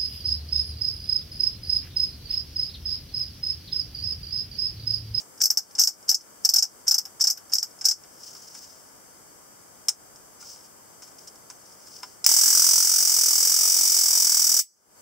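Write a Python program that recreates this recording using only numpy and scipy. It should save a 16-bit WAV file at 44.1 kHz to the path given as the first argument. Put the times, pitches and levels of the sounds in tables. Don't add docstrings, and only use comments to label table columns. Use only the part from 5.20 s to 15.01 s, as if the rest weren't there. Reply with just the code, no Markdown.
import sys
import numpy as np
from scipy import signal
from scipy.fft import rfft, irfft, next_fast_len
from scipy.io import wavfile
from scipy.ndimage import uniform_filter1d, minimum_filter1d

SR = 44100
rng = np.random.default_rng(int(sys.argv[2]) if len(sys.argv) > 2 else 0)


def master(y):
    cut = np.clip(np.atleast_2d(y).T, -1, 1)
    pcm = np.round(cut * 32767)
    wavfile.write(sys.argv[1], SR, pcm.astype(np.int16))


def invert_db(x):
    u = np.asarray(x, float) / 20
    return 10 ** u


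N = 432621
T = np.arange(N) / SR

# (frequency [Hz], density [dB per Hz])
ROOM_SPECTRUM = [(20, -17.5), (92, -5.5), (530, -3.5), (800, -4.5), (1300, -6.5), (1900, -12), (2700, -20),
                 (3160, -17), (4200, -26.5), (4870, -10.5), (6500, -10.5), (8050, -7), (9500, -14),
                 (15500, -17.5)]
# (frequency [Hz], likeness [-1 to 1])
ROOM_LIKENESS = [(60, 0.088), (300, 0.31), (700, -0.11), (3100, 0.23), (6800, -0.43), (15000, 0.26)]
# (frequency [Hz], width [Hz], level [dB])
WHINES = [(4570, 31, -75), (6200, 35, -71), (8050, 60, -71)]
ROOM_DB = -53.5

# (time of maximum [s], level [dB], swell [s], fade [s]), both over STROKE_DB
STROKES = [(0.0, -34, .01, 0.025), (3.068, -41.5, 0.12, 0.48), (3.37, -49, 0.042, 0.065),
           (3.44, -54, 0.08, 0.12), (3.51, -57.5, 0.12, 0.0142), (5.21, -41.5, 0.013, 0.19),
           (5.33, -43, 0.07, 0.034), (5.462, -52, 0.069, 0.015), (5.827, -44.5, 0.011, 0.074),
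           (5.986, -47.5, 0.0047, 0.072), (6.075, -39.5, 0.0035, 0.024), (6.53, -52, 0.11, .018),
           (6.766, -43, 0.22, 0.08), (6.832, -40, 0.008, 0.021), (6.91, -49, 0.045, .063)]
# (frequency [Hz], density [dB per Hz])
RUB_SPECTRUM = [(1470, -77.5), (2500, -21), (3130, -18), (4050, -21), (5190, 1), (6700, -8), (8080, -11.5),
                (9810, -23), (14600, -24.5), (16000, -8)]
STROKE_DB = 15

# (time [s], peak [dB], body minus peak [dB])
TAPS = [(3.3486, -35.5, -17), (4.959, -41.5, -20), (5.2071, -42, -22), (5.2125, -42, -22),
        (5.2253, -37, -16), (5.3597, -41, -19), (5.8205, -39, -15), (5.8767, -43, -20), (5.914, -47, -18),
        (5.9836, -47, -22), (6.074, -34, -32), (6.1559, -43.5, -24), (6.3, -30.5, -19.5),
        (6.6694, -40, -20)]
# (time [s], peak [dB], top minus peak [dB], body minus peak [dB])
KNOCKS = [
    (3.151, -36.5, -28, -20),
    (6.8315, -27.5, -32, -16.5),
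    (6.839, -48, -32, -23),
]
# (time [s], peak [dB], top minus peak [dB], body minus peak [dB])
SWITCHES = [
    (4.6842, -5.5, -25, -38.5),
    (4.6905, -12, -33, -42),
    (7.0428, -14, -23.5, -31.5),
    (7.0478, -15, -22.5, -41.5),
]
# (time [s], peak [dB], top minus peak [dB], tick minus peak [dB], drag [dB])
TURNS = [
    (0.2155, -3, -10, -14, -12.5),
    (0.5944, -2.5, -5, -32, -9),
    (0.8915, 2, -10, -28, -17),
    (1.2488, 0, -10.5, -39, -29),
    (1.68, -0.5, -13, -29, -14.5),
    (2.0087, -5.5, -14.5, -34, -15),
    (2.3343, -6.5, -5, -26, -15.5),
    (2.6531, 1, -12, -37, -16.5),
]
# (time [s], peak [dB], top minus peak [dB], body minus peak [dB])
DETENTS = [(0.2358, -5, -8, -45), (0.2549, -7, -7, -43), (0.3021, -5.5, -5.5, -38.5),
           (0.3721, -6, -12, -39.5), (0.6014, -6.5, -30.5, -38.5), (0.6134, -3, -11.5, -44),
           (0.636, -4, -8.5, -45), (0.6728, -5, -13.5, -40), (0.9138, -12, -8.5, -32.5),
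           (0.944, -9, -22, -57), (1.29, -3.5, -11, -42.5), (1.3369, -4, -4.5, -36.5),
           (1.3597, 0, -13, -42), (1.3837, -2.5, -19.5, -45.5), (1.4241, -5, -17, -36.5),
           (1.7107, -2.5, -12, -36), (1.742, -5.5, -10, -38), (1.781, -8.5, -10, -37),
           (2.02, -11, -28, -44), (2.0397, -6, -14, -37), (2.0706, -4, -14, -37.5), (2.0774, -16, -21, -44),
           (2.0986, -10.5, -7, -37), (2.1069, -9.5, -12, -48), (2.353, -9, -17, -39), (2.383, -9, -19, -48),
           (2.4276, -12.5, -11, -39), (2.6853, -3, -18, -44), (2.7106, -9, -19, -38)]
# (time [s], peak [dB], top minus peak [dB], body minus peak [dB])
SLACK = [(0.177, -37, -16, -26), (0.5087, -41, -15, -23), (0.5513, -21.5, -29, -31),
         (0.826, -42, -18.5, -23), (1.0091, -35.5, -25, -28), (1.6097, -45.5, -20, -27),
         (1.8529, -24, -7, -26.5), (2.173, -29, -6, -23), (2.2962, -36.5, -13, -20), (2.319, -25, -25, -28),
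         (2.4235, -28, -15, -20), (2.5077, -41.5, -20, -30), (2.588, -36, -31, -41),
         (2.611, -20.5, -35, -27), (2.836, -38.5, -20, -16)]
# (time of maximum [s], peak [dB], frequency [Hz])
IMPACTS = [(0.2169, -6, 5510), (0.2202, -12, 5640), (0.2377, -10, 5780), (0.2405, -12, 6050),
           (0.2571, -9, 5550), (0.3041, -8, 5660), (0.3075, -12, 5340), (0.3737, -8, 5560),
           (0.3757, -10, 5780), (0.5906, -12, 5330), (0.5963, -6, 5930), (0.6017, -7, 5440),
           (0.6146, -7, 5830), (0.6179, -8, 5490), (0.6207, -11, 5440), (0.6376, -7, 5960),
           (0.6394, -10, 5520), (0.6753, -9, 5390), (0.891, -12, 5230), (0.8935, -6, 5100),
           (0.8951, -8, 5770), (0.8982, -8, 5150), (0.9146, -9, 5400), (0.9168, -11, 5450),
           (0.9465, -9, 5360), (1.2496, -7, 5580), (1.2525, -7, 5460), (1.2573, -10, 5700),
           (1.2915, -7, 5580), (1.2946, -10, 5020), (1.3379, -8, 5500), (1.3395, -8, 5280),
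           (1.3605, -12, 5870), (1.3634, -8, 5720), (1.367, -11, 5470), (1.3866, -8, 5380),
           (1.3916, -11, 5200), (1.6819, -12, 5840), (1.6837, -6, 5540), (1.686, -9, 5510),
           (1.7126, -6, 5330), (1.7174, -9, 5290), (1.7462, -9, 5630), (1.7831, -10, 5190),
           (2.0144, -8, 5390), (2.0163, -12, 5470), (2.02, -10, 5570), (2.0415, -10, 5280),
           (2.0434, -10, 5800), (2.0727, -11, 5090), (2.0778, -9, 5580), (2.1029, -9, 5390),
           (2.3364, -6, 5190), (2.3864, -12, 5590), (2.6561, -9, 5190), (2.6581, -8, 5420),
           (2.6877, -8, 5770), (2.6896, -9, 5690), (4.6878, -9, 5740), (4.6919, -7, 5350)]
# (frequency [Hz], density [dB per Hz])
RATCHET_RING = [(2060, -66.5), (3500, -38.5), (4170, -39.5), (4530, -9.5), (4700, -20), (5010, -2.5),
                (5220, 2), (6750, -10.5), (8080, -13), (9060, -28.5), (10500, -27), (13600, -34),
                (22000, -120)]
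# (frequency [Hz], density [dB per Hz])
TAP_RING = [(1290, -66.5), (2200, -27), (4200, -19.5), (4720, -20), (5090, 0), (5300, 1), (6640, -3.5),
            (7900, -4.5), (9970, -15), (10700, -15.5), (12400, -40), (15000, -18.5), (16000, -27.5)]
# (frequency [Hz], density [dB per Hz])
THIN_METAL = [(5880, -51.5), (10000, -12), (10600, -21), (11900, -13.5), (13300, 4), (13700, -1.5),
              (16000, -15.5)]
# (frequency [Hz], density [dB per Hz])
HOLLOW_BODY = [(500, -53.5), (780, 3), (1000, -7.5), (1500, -0.5), (1900, -7.5), (3000, -7.5), (4000, -13),
               (4500, -52.5)]
# (frequency [Hz], density [dB per Hz])
TICK_SPECTRUM = [(300, -50.5), (1500, 4), (3000, 7), (16000, 0.5)]
# (frequency [Hz], density [dB per Hz])
STRIKE_EDGE = [(1500, -34), (3000, -17.5), (4000, -10), (4800, -1), (7000, -4), (8500, -1), (10500, -11.5),
               (13300, -0.5), (16000, -12.5)]
# (frequency [Hz], level [dB], T60 [s])
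STRUCK_MODES = [(5275, 1, 0.066), (5300, -5, 0.022), (5200, 11.5, 0.011), (13350, -24.5, .02)]
DETENT_KNOCK_HZ, TAP_KNOCK_HZ = (789, 1538), (997, 1240, 1410)
DRAG_LEAD_S, DRAG_TOP_DB, DRAG_BODY_DB, TAP_TOP_DB = 0.013, -41, -31, -21
TURN_T60_S, TURN_BODY_DB, SHARP_TICK_DB, BODY_LOSS = 0.066, -40, -31.5, 2.3
# (tick minus peak [dB], T60 [s])
DETENT_SNAP, SLACK_SNAP, DRAG_SNAP = (-35.5, 0.074), (-26, 0.073), (-45, 0.14)
SWITCH_SNAP, TAP_SNAP, KNOCK_SNAP = (-22.5, 0.045), (-25, 0.084), (-16, 0.016)
IMPACT_MS, IMPACT_TICK_DB, IMPACT_LIKENESS = 0.65, -13, 0.8
HAND_LIMIT_DB, STRIKE_KNEE_DB = -13, -20

GATE_DB, GATE_SLOPE, HOLD_S, RELEASE_DB_PER_S = -17.5, 0.92, 0.085, 80
SPARK_DUCK_DB, SPARK_HOLD_S = -27, 0.084

# (start [s], sparks [count], gap [0 or 1])
STRETCHES = [(7.0633, 1, 0), (7.089, 5, 0), (7.2112, 1, 1), (7.2335, 5, 0), (7.3493, 4, 1), (7.4418, 1, 0),
             (7.4648, 5, 1), (7.5789, 3, 1), (7.6468, 2, 0), (7.693, 5, 1), (7.8032, 1, 0), (7.8248, 2, 1),
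             (7.8728, 3, 0), (7.9398, 1, 1), (7.9636, 1, 0), (7.9863, 5, 1), (8.106, 5, 0), (8.2267, 1, 1),
             (8.2497, 1, 0), (8.2717, 1, 1), (8.2952, 1, 0), (8.3175, 2, 1), (8.3627, 1, 0), (8.3871, 5, 1),
             (8.497, 4, 1), (8.5858, 1, 0), (8.609, 1, 1), (8.6318, 1, 0), (8.6518, 2, 1), (8.6967, 1, 0),
             (8.7184, 1, 1), (8.7425, 1, 0), (8.7646, 1, 1), (8.7869, 5, 0), (8.9052, 5, 1), (9.0207, 2, 1),
             (9.0687, 5, 0), (9.194, 1, 0), (9.2175, 5, 1), (9.3404, 2, 1)]
# (time [s], level [dB], body minus level [dB])
SPARK_LEVELS = [(7.09, -18, -19), (7.16, -17.5, -22), (7.33, -18, -21), (7.361, -17.5, -21),
                (7.52, -18, -21), (7.65, -20, -21.5), (7.84, -20, -21.5), (8.2, -19.5, -21.5),
                (8.4, -20, -21), (9.192, -19.5, -21), (9.4, -19.5, -22.5)]
# (frequency [Hz], density [dB per Hz])
SPARK_SPECTRUM = [(30, -82.5), (90, -50.5), (373, -27), (872, -25.5), (1200, -21.5), (1650, -22.5),
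                  (1870, -29), (4110, -26.5), (4980, -3.5), (5770, -0.5), (7100, -11), (7900, -2.5),
                  (8700, -8.5), (10900, -13), (15000, -8.5)]
# (from [Hz], to [Hz], rise [ms], plateau [ms], T60 [s], late level [dB],
# left-right likeness [0 to 1], left minus right [dB])
SPARK_BANDS = [(20, 1800, 0.19, 4.9, 0.038, -44.5, 0, 1.5), (1789, 4000, 0.32, 4.3, 0.1, -49, 0.78, 0.5),
               (4020, 7120, 0.075, 5.8, 0.068, -34.5, 0.56, 0.5),
               (6860, 8740, 0.49, 5.4, 0.074, -39, 0.3, -2),
               (8740, 15700, 0.38, 2.2, 0.081, -42, 0.1, -0.5)]
# (delay [ms], level over the diffuse sound [dB])
SPARK_ECHOES = [(1.0, 0), (4.8, 1), (7, -4), (10.5, -2.5), (14.7, -4.5)]
# (frequency [Hz], level [dB], T60 [s])
CRACK_MODES = [(5220, -19, 0.018), (5460, 4, 0.012), (5690, 5, 0.04), (6560, -16.5, 0.068),
               (7930, -13, 0.2)]
# (frequency [Hz], level [dB], T60 [s])
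THUMP_MODES = [(85, -2, 0.022), (190, -7, 0.01), (446, -8.5, 0.0057), (893, -14, 0.012)]
# (time [s], frequency [Hz], level [dB])
PUFFS = [(7.06, 698, 22), (7.2, 750, 12), (7.33, 698, -15), (7.35, 1100, 18), (7.55, 1000, 14),
         (7.62, 800, 0), (8.0, 800, -6), (8.4, 900, -1), (8.9, 800, -7)]
LAST_SPARK_S, SPARK_JITTER_S, SPARK_LAG_S, LATE_T60_S = 9.3889, 0.0007, 0.0004, 0.36
SHARED_PATH, BASS_DRIFT = 0.55, 0.6
LIMIT_DB, LIMIT_MS = 2.5, 2.4
FIRST_DB = 26.5

# (frequency [Hz], width [Hz], depth [0 to 1])
NOTCHES = [(1869, 83, 1), (2593, 130, 0.66), (3452, 97, 1), (3980, 100, 0.3)]
TOP_HZ = 15720


def curve(points, hz):
    f, v = np.transpose(points)
    return np.interp(np.log(hz + 1e-9), np.log(f), v)


def unit(x):
    return x / np.sqrt(np.mean(x ** 2))


def panned(db):
    return invert_db(np.array([[db], [-db]]) / 2)


def colour(x, points):
    size = 2048
    cepstrum = irfft(curve(points, np.fft.rfftfreq(size, 1 / SR)) * np.log(10) / 20)
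    cepstrum[1:size // 2] *= 2
    cepstrum[size // 2 + 1:] = 0
    h = irfft(np.exp(rfft(cepstrum)))[:size // 2]
    h = h / np.linalg.norm(h)
    on = np.flatnonzero(x.any(0))
    span = slice(on[0], on[-1] + size)
    part = x[:, span]
    out = np.zeros_like(x)
    out[:, span] = signal.oaconvolve(part, h[None], axes=-1)[:, :part.shape[-1]]
    return out


def pair(noise, like):
    like = np.clip(like, -1, 1)
    mid = noise[0] * np.sqrt((1 + like) / 2)
    side = noise[1] * np.sqrt((1 - like) / 2)
    return np.array([mid + side, mid - side])


def lumps(shape, hz, depth_db):
    k = int(SR / hz)
    v = uniform_filter1d(uniform_filter1d(rng.standard_normal(shape), k), k)
    return invert_db(depth_db * unit(v))


def rings(modes, t):
    return sum(invert_db(db - 60 * t / t60) * np.sin(2 * np.pi * hz * t) for hz, db, t60 in modes)


def room():
    size = next_fast_len(N, True)
    hz = np.fft.rfftfreq(size, 1 / SR)
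    spectrum = pair(rfft(rng.standard_normal((2, size))), curve(ROOM_LIKENESS, hz))
    noise = irfft(spectrum * invert_db(curve(ROOM_SPECTRUM, hz)), size)[:, :N]
    return invert_db(ROOM_DB) * panned(2) * noise / np.std(noise.mean(0))


def whines():
    tones = 0
    for hz, width, db in WHINES:
        b, a = signal.iirpeak(hz, hz / width, SR)
        tones = tones + invert_db(db) * unit(signal.lfilter(b, a, rng.standard_normal(N)))
    return tones * lumps((len(WHINES), N), 9, 4.0).sum(0) / 3


def gain_db(near):
    loud_db = 10 * np.log10(uniform_filter1d(near[0] ** 2, 128) + 1e-12)
    hold = int(HOLD_S * SR) // 2
    want = -GATE_SLOPE * np.maximum(loud_db - GATE_DB, 0)
    want = minimum_filter1d(want, 2 * hold + 1, origin=hold)
    want += SPARK_DUCK_DB * ((T > STRETCHES[0][0]) & (T < LAST_SPARK_S + SPARK_HOLD_S))
    climb = RELEASE_DB_PER_S * T
    return climb + np.minimum.accumulate(want - climb)


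def rubs():
    level = 0
    for s, db, swell, fade in STROKES:
        level = level + invert_db(db - STROKE_DB * np.maximum((s - T) / swell, (T - s) / fade))
    slips = lumps(N, 150, 2.4) * pair(rng.standard_normal((2, N)), 0.7)
    return colour(level * slips * panned(2), RUB_SPECTRUM)


def snaps(table, kind):
    return [(*row[:4], *kind) for row in table]


def clicks(table, ring_points, knock_hz, rise_ms=0.87, early_db=5, early_ms=5, tail_db=-24, tail_s=0.22,
           body_ms=5, knock_db=-5, tick_gain_db=10, strike_db=-3):
    size = 6144
    t = np.arange(size) / SR
    ring, top, body, direct, tick = np.zeros((5, 2, N + size))
    rise = 1 - np.exp(-t * 1e3 / rise_ms)
    early = (1 + invert_db(early_db) * np.exp(-t * 1e3 / early_ms)) / (1 + invert_db(early_db))
    tail = invert_db(tail_db - 60 * t / tail_s)
    for s, peak_db, top_db, body_db, tick_db, t60 in table:
        i = int(s * SR)
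        span = slice(i, i + size)
        rattle = lumps(size, 600, 2.5)
        burst = invert_db(peak_db - 6.5) * rise * (invert_db(-60 * t / max(t60, 0.01)) * rattle * early + tail)
        ring[:, span] += burst * pair(rng.standard_normal((2, size)), 0.6)
        top[:, span] += invert_db(top_db) * burst * pair(rng.standard_normal((2, size)), 0.18)
        slow = invert_db(peak_db + body_db) * (1 - np.exp(-t * 1e3 / body_ms))
        body[:, span] += invert_db(4.0 - 60 * t / 0.083) * slow * pair(rng.standard_normal((2, size)), 1.0)
        knock = [(hz, 4 * rng.standard_normal(), 0.07) for hz in knock_hz]
        direct[:, span] += invert_db(knock_db) * slow * rings(knock, t)
        struck = [(hz * (1 + 0.019 * rng.standard_normal()), db, decay) for hz, db, decay in STRUCK_MODES]
        direct[:, span] += invert_db(peak_db + strike_db) * rise * rings(struck, t)
        i += int(rise_ms * SR / 1e3)
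        contact = np.exp(-t / 0.00062) * rng.standard_normal(size)
        tick[:, i:i + size] += invert_db(peak_db + tick_db + tick_gain_db) * contact
    heard = colour(ring, ring_points) + colour(top, THIN_METAL) + colour(body, HOLLOW_BODY)
    heard += colour(tick, TICK_SPECTRUM) + direct
    return panned(1.0) * heard[:, :N]


def taps():
    fingers = [(s, peak_db, TAP_TOP_DB, body_db) for s, peak_db, body_db in TAPS]
    light = clicks(snaps(fingers, TAP_SNAP) + snaps(SWITCHES, SWITCH_SNAP), TAP_RING, TAP_KNOCK_HZ,
                   rise_ms=0.23, early_db=-1.5, early_ms=8.0, tail_db=-19, tail_s=0.15, body_ms=0.72,
                   knock_db=-2.5, tick_gain_db=11.0, strike_db=-16.0)
    return light + clicks(snaps(KNOCKS, KNOCK_SNAP), TAP_RING, TAP_KNOCK_HZ,
                          body_ms=0.52, knock_db=3, strike_db=-5.0)


def ratchet():
    slopes = [(row[0] - DRAG_LEAD_S, row[4], DRAG_TOP_DB, DRAG_BODY_DB) for row in TURNS]
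    drags = clicks(snaps(slopes, DRAG_SNAP), RATCHET_RING, DETENT_KNOCK_HZ,
                   rise_ms=7, early_db=-20, strike_db=-30)
    firsts = []
    for s, peak_db, top_db, tick_db, _ in TURNS:
        body_db = TURN_BODY_DB - BODY_LOSS * max(tick_db - SHARP_TICK_DB, 0)
        firsts.append((s, peak_db, top_db, body_db, tick_db, TURN_T60_S))
    events = firsts + snaps(DETENTS, DETENT_SNAP) + snaps(SLACK, SLACK_SNAP)
    return drags + clicks(events, RATCHET_RING, DETENT_KNOCK_HZ, early_db=-1.0, strike_db=-13)


def impacts():
    before = 128
    ms = np.arange(-before, 384) * 1e3 / SR
    swell = np.exp(-(ms / (IMPACT_MS * np.where(ms < 0, 0.8, 1.25))) ** 2)
    ring, edge = np.zeros((2, 2, N))
    for s, db, hz in IMPACTS:
        at = int(s * SR) - before + np.arange(len(ms))
        turn = rng.standard_normal(2)
        apart = (1 - IMPACT_LIKENESS) * turn[1] * np.array([[1], [-1]])
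        phase = 2 * np.pi * hz * ms / 1e3 + 10 * turn[0] + apart
        ring[:, at] += invert_db(db) * swell * np.sin(phase)
        edge[:, at] += invert_db(db + IMPACT_TICK_DB) * swell ** 2 * pair(rng.standard_normal((2, len(ms))), 0.36)
    return panned(1.6) * (ring + colour(edge, STRIKE_EDGE))


def limited(x):
    power = uniform_filter1d(np.mean(x ** 2, 0), 64)
    return x / (1 + (power / invert_db(2 * HAND_LIMIT_DB)) ** 2) ** 0.25


def hands():
    rattle = limited(ratchet() + taps() + rubs())
    strikes = impacts()
    power = uniform_filter1d(np.mean(strikes ** 2, 0), 48)
    return strikes + rattle / np.sqrt(1 + power / invert_db(2 * STRIKE_KNEE_DB))


def spark_times():
    start, count, gap = np.transpose(STRETCHES)
    done = np.append(0, np.cumsum(count))
    k = np.arange(done[-1] + 1)
    jitter = SPARK_JITTER_S * rng.standard_normal(len(k)) * ~np.isin(k, done)
    times = np.interp(k, done, np.append(start, LAST_SPARK_S)) + jitter + SPARK_LAG_S
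    gaps = np.append(np.repeat(gap, count.astype(int)), 1)
    return zip(times, gaps.astype(int))


def spark_decays(ms, hz):
    echoes = 1 + sum((invert_db(db) - 1) * np.exp(-(ms - at) ** 2) for at, db in SPARK_ECHOES)
    late = -60 * ms / (LATE_T60_S * 1e3)
    decays = []
    for lo, hi, rise, flat, t60, late_db, like, pan_db in SPARK_BANDS:
        fade = invert_db(-60 * np.maximum(ms - flat, 0) / (t60 * 1e3)) * echoes + invert_db(late_db + late)
        decays.append(((hz >= lo) & (hz < hi), (1 - np.exp(-ms / rise)) * fade, like, panned(pan_db)))
    return decays


def puff(at, gap, ms):
    s, hz, db = np.transpose(PUFFS)
    swing = ms * 1.5 * np.exp(-ms / 0.96) * np.sin(2 * np.pi * np.interp(at, s, hz) * ms / 1e3)
    return invert_db(np.interp(at, s, db) - 22 + 4 * gap) * swing


def sparks():
    size = 12288
    drift, own, bass_hold = 0.14, 0.22, 3
    ms, hz = np.arange(size) * 1e3 / SR, np.fft.rfftfreq(size, 1 / SR)
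    decays = spark_decays(ms, hz)
    crack = invert_db(-17.5) * rings(CRACK_MODES, ms / 1e3)
    thump = invert_db(-1.5) * rings(THUMP_MODES, ms / 1e3)
    paths = rng.standard_normal((3, 2, size))
    paths = (paths[:2] + SHARED_PATH * paths[2]) / np.hypot(1, SHARED_PATH)
    bass = rng.standard_normal((2, 2, size))
    low, high = np.zeros((2, 2, N + size))
    for at, gap in spark_times():
        fresh = rng.standard_normal((2, 2, size))
        paths[gap] = (paths[gap] + drift * fresh[0]) / np.hypot(1, drift)
        bass[gap] = (bass[gap] + BASS_DRIFT * fresh[0]) / np.hypot(1, BASS_DRIFT)
        long_waves = rfft(fresh[1] + bass_hold * bass[gap]) / np.hypot(1, bass_hold)
        spectrum = np.where(hz < 1800, long_waves, rfft(paths[gap] + own * fresh[1]))
        parts = [pair(irfft(spectrum * band), like) * fade * pan for band, fade, like, pan in decays]
        gain = invert_db(0.4 * rng.standard_normal())
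        i = int(at * SR)
        thud = thump * invert_db(2.9 * fresh[1, 0, 0])
        low[:, i:i + size] += (sum(parts[:2]) + thud + puff(at, gap, ms)) * gain
        high[:, i:i + size] += (sum(parts[2:]) + crack) * gain
    low, high = colour(low[:, :N], SPARK_SPECTRUM), colour(high[:, :N], SPARK_SPECTRUM)
    s, level_db, body_db = np.transpose(SPARK_LEVELS)
    steady = (T > s[0]) & (T < s[-1])

    def scaled(x):
        return x / np.std(x.mean(0)[steady])

    train = scaled(high) + invert_db(np.interp(T, s, body_db)) * scaled(low)
    power = uniform_filter1d(np.mean(train ** 2, 0), int(LIMIT_MS * SR / 1e3))
    train = scaled(train / np.sqrt(1 + power / invert_db(2 * LIMIT_DB)))
    first = np.zeros((1, N))
    onset = int((STRETCHES[0][0] + SPARK_LAG_S) * SR)
    first[0, onset + np.array([3, 7, 11, 20, 24, 33])] = invert_db(FIRST_DB) * np.array([1, -1, 1, 1, -1, -1])
    return invert_db(np.interp(T, s, level_db)) * (train + colour(first, SPARK_SPECTRUM))


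def scene():
    near = hands()
    gain = gain_db(near)
    rise = np.where(T > LAST_SPARK_S, gain - SPARK_DUCK_DB, 0)
    return near + invert_db(rise) * sparks() + invert_db(gain) * (room() + whines())


def top_cut(x):
    return signal.sosfilt(signal.butter(12, 16410, fs=SR, output="sos"), x)


def record(dry):
    for hz, width, depth in NOTCHES:
        b, a = signal.iirpeak(hz, hz / width, SR)
        dry = dry - np.clip(depth, 0, 1) * signal.lfilter(b, a, dry)
    low_pass = signal.ellip(10, 0.5, 60, TOP_HZ, fs=SR, output="sos")
    clipped = np.clip(signal.sosfilt(low_pass, dry), -1, 1)
    dc_block = signal.butter(1, 22, "high", fs=SR, output="sos")
    return top_cut(signal.sosfilt(dc_block, clipped))


dry = scene()
out = record(dry)
master(out)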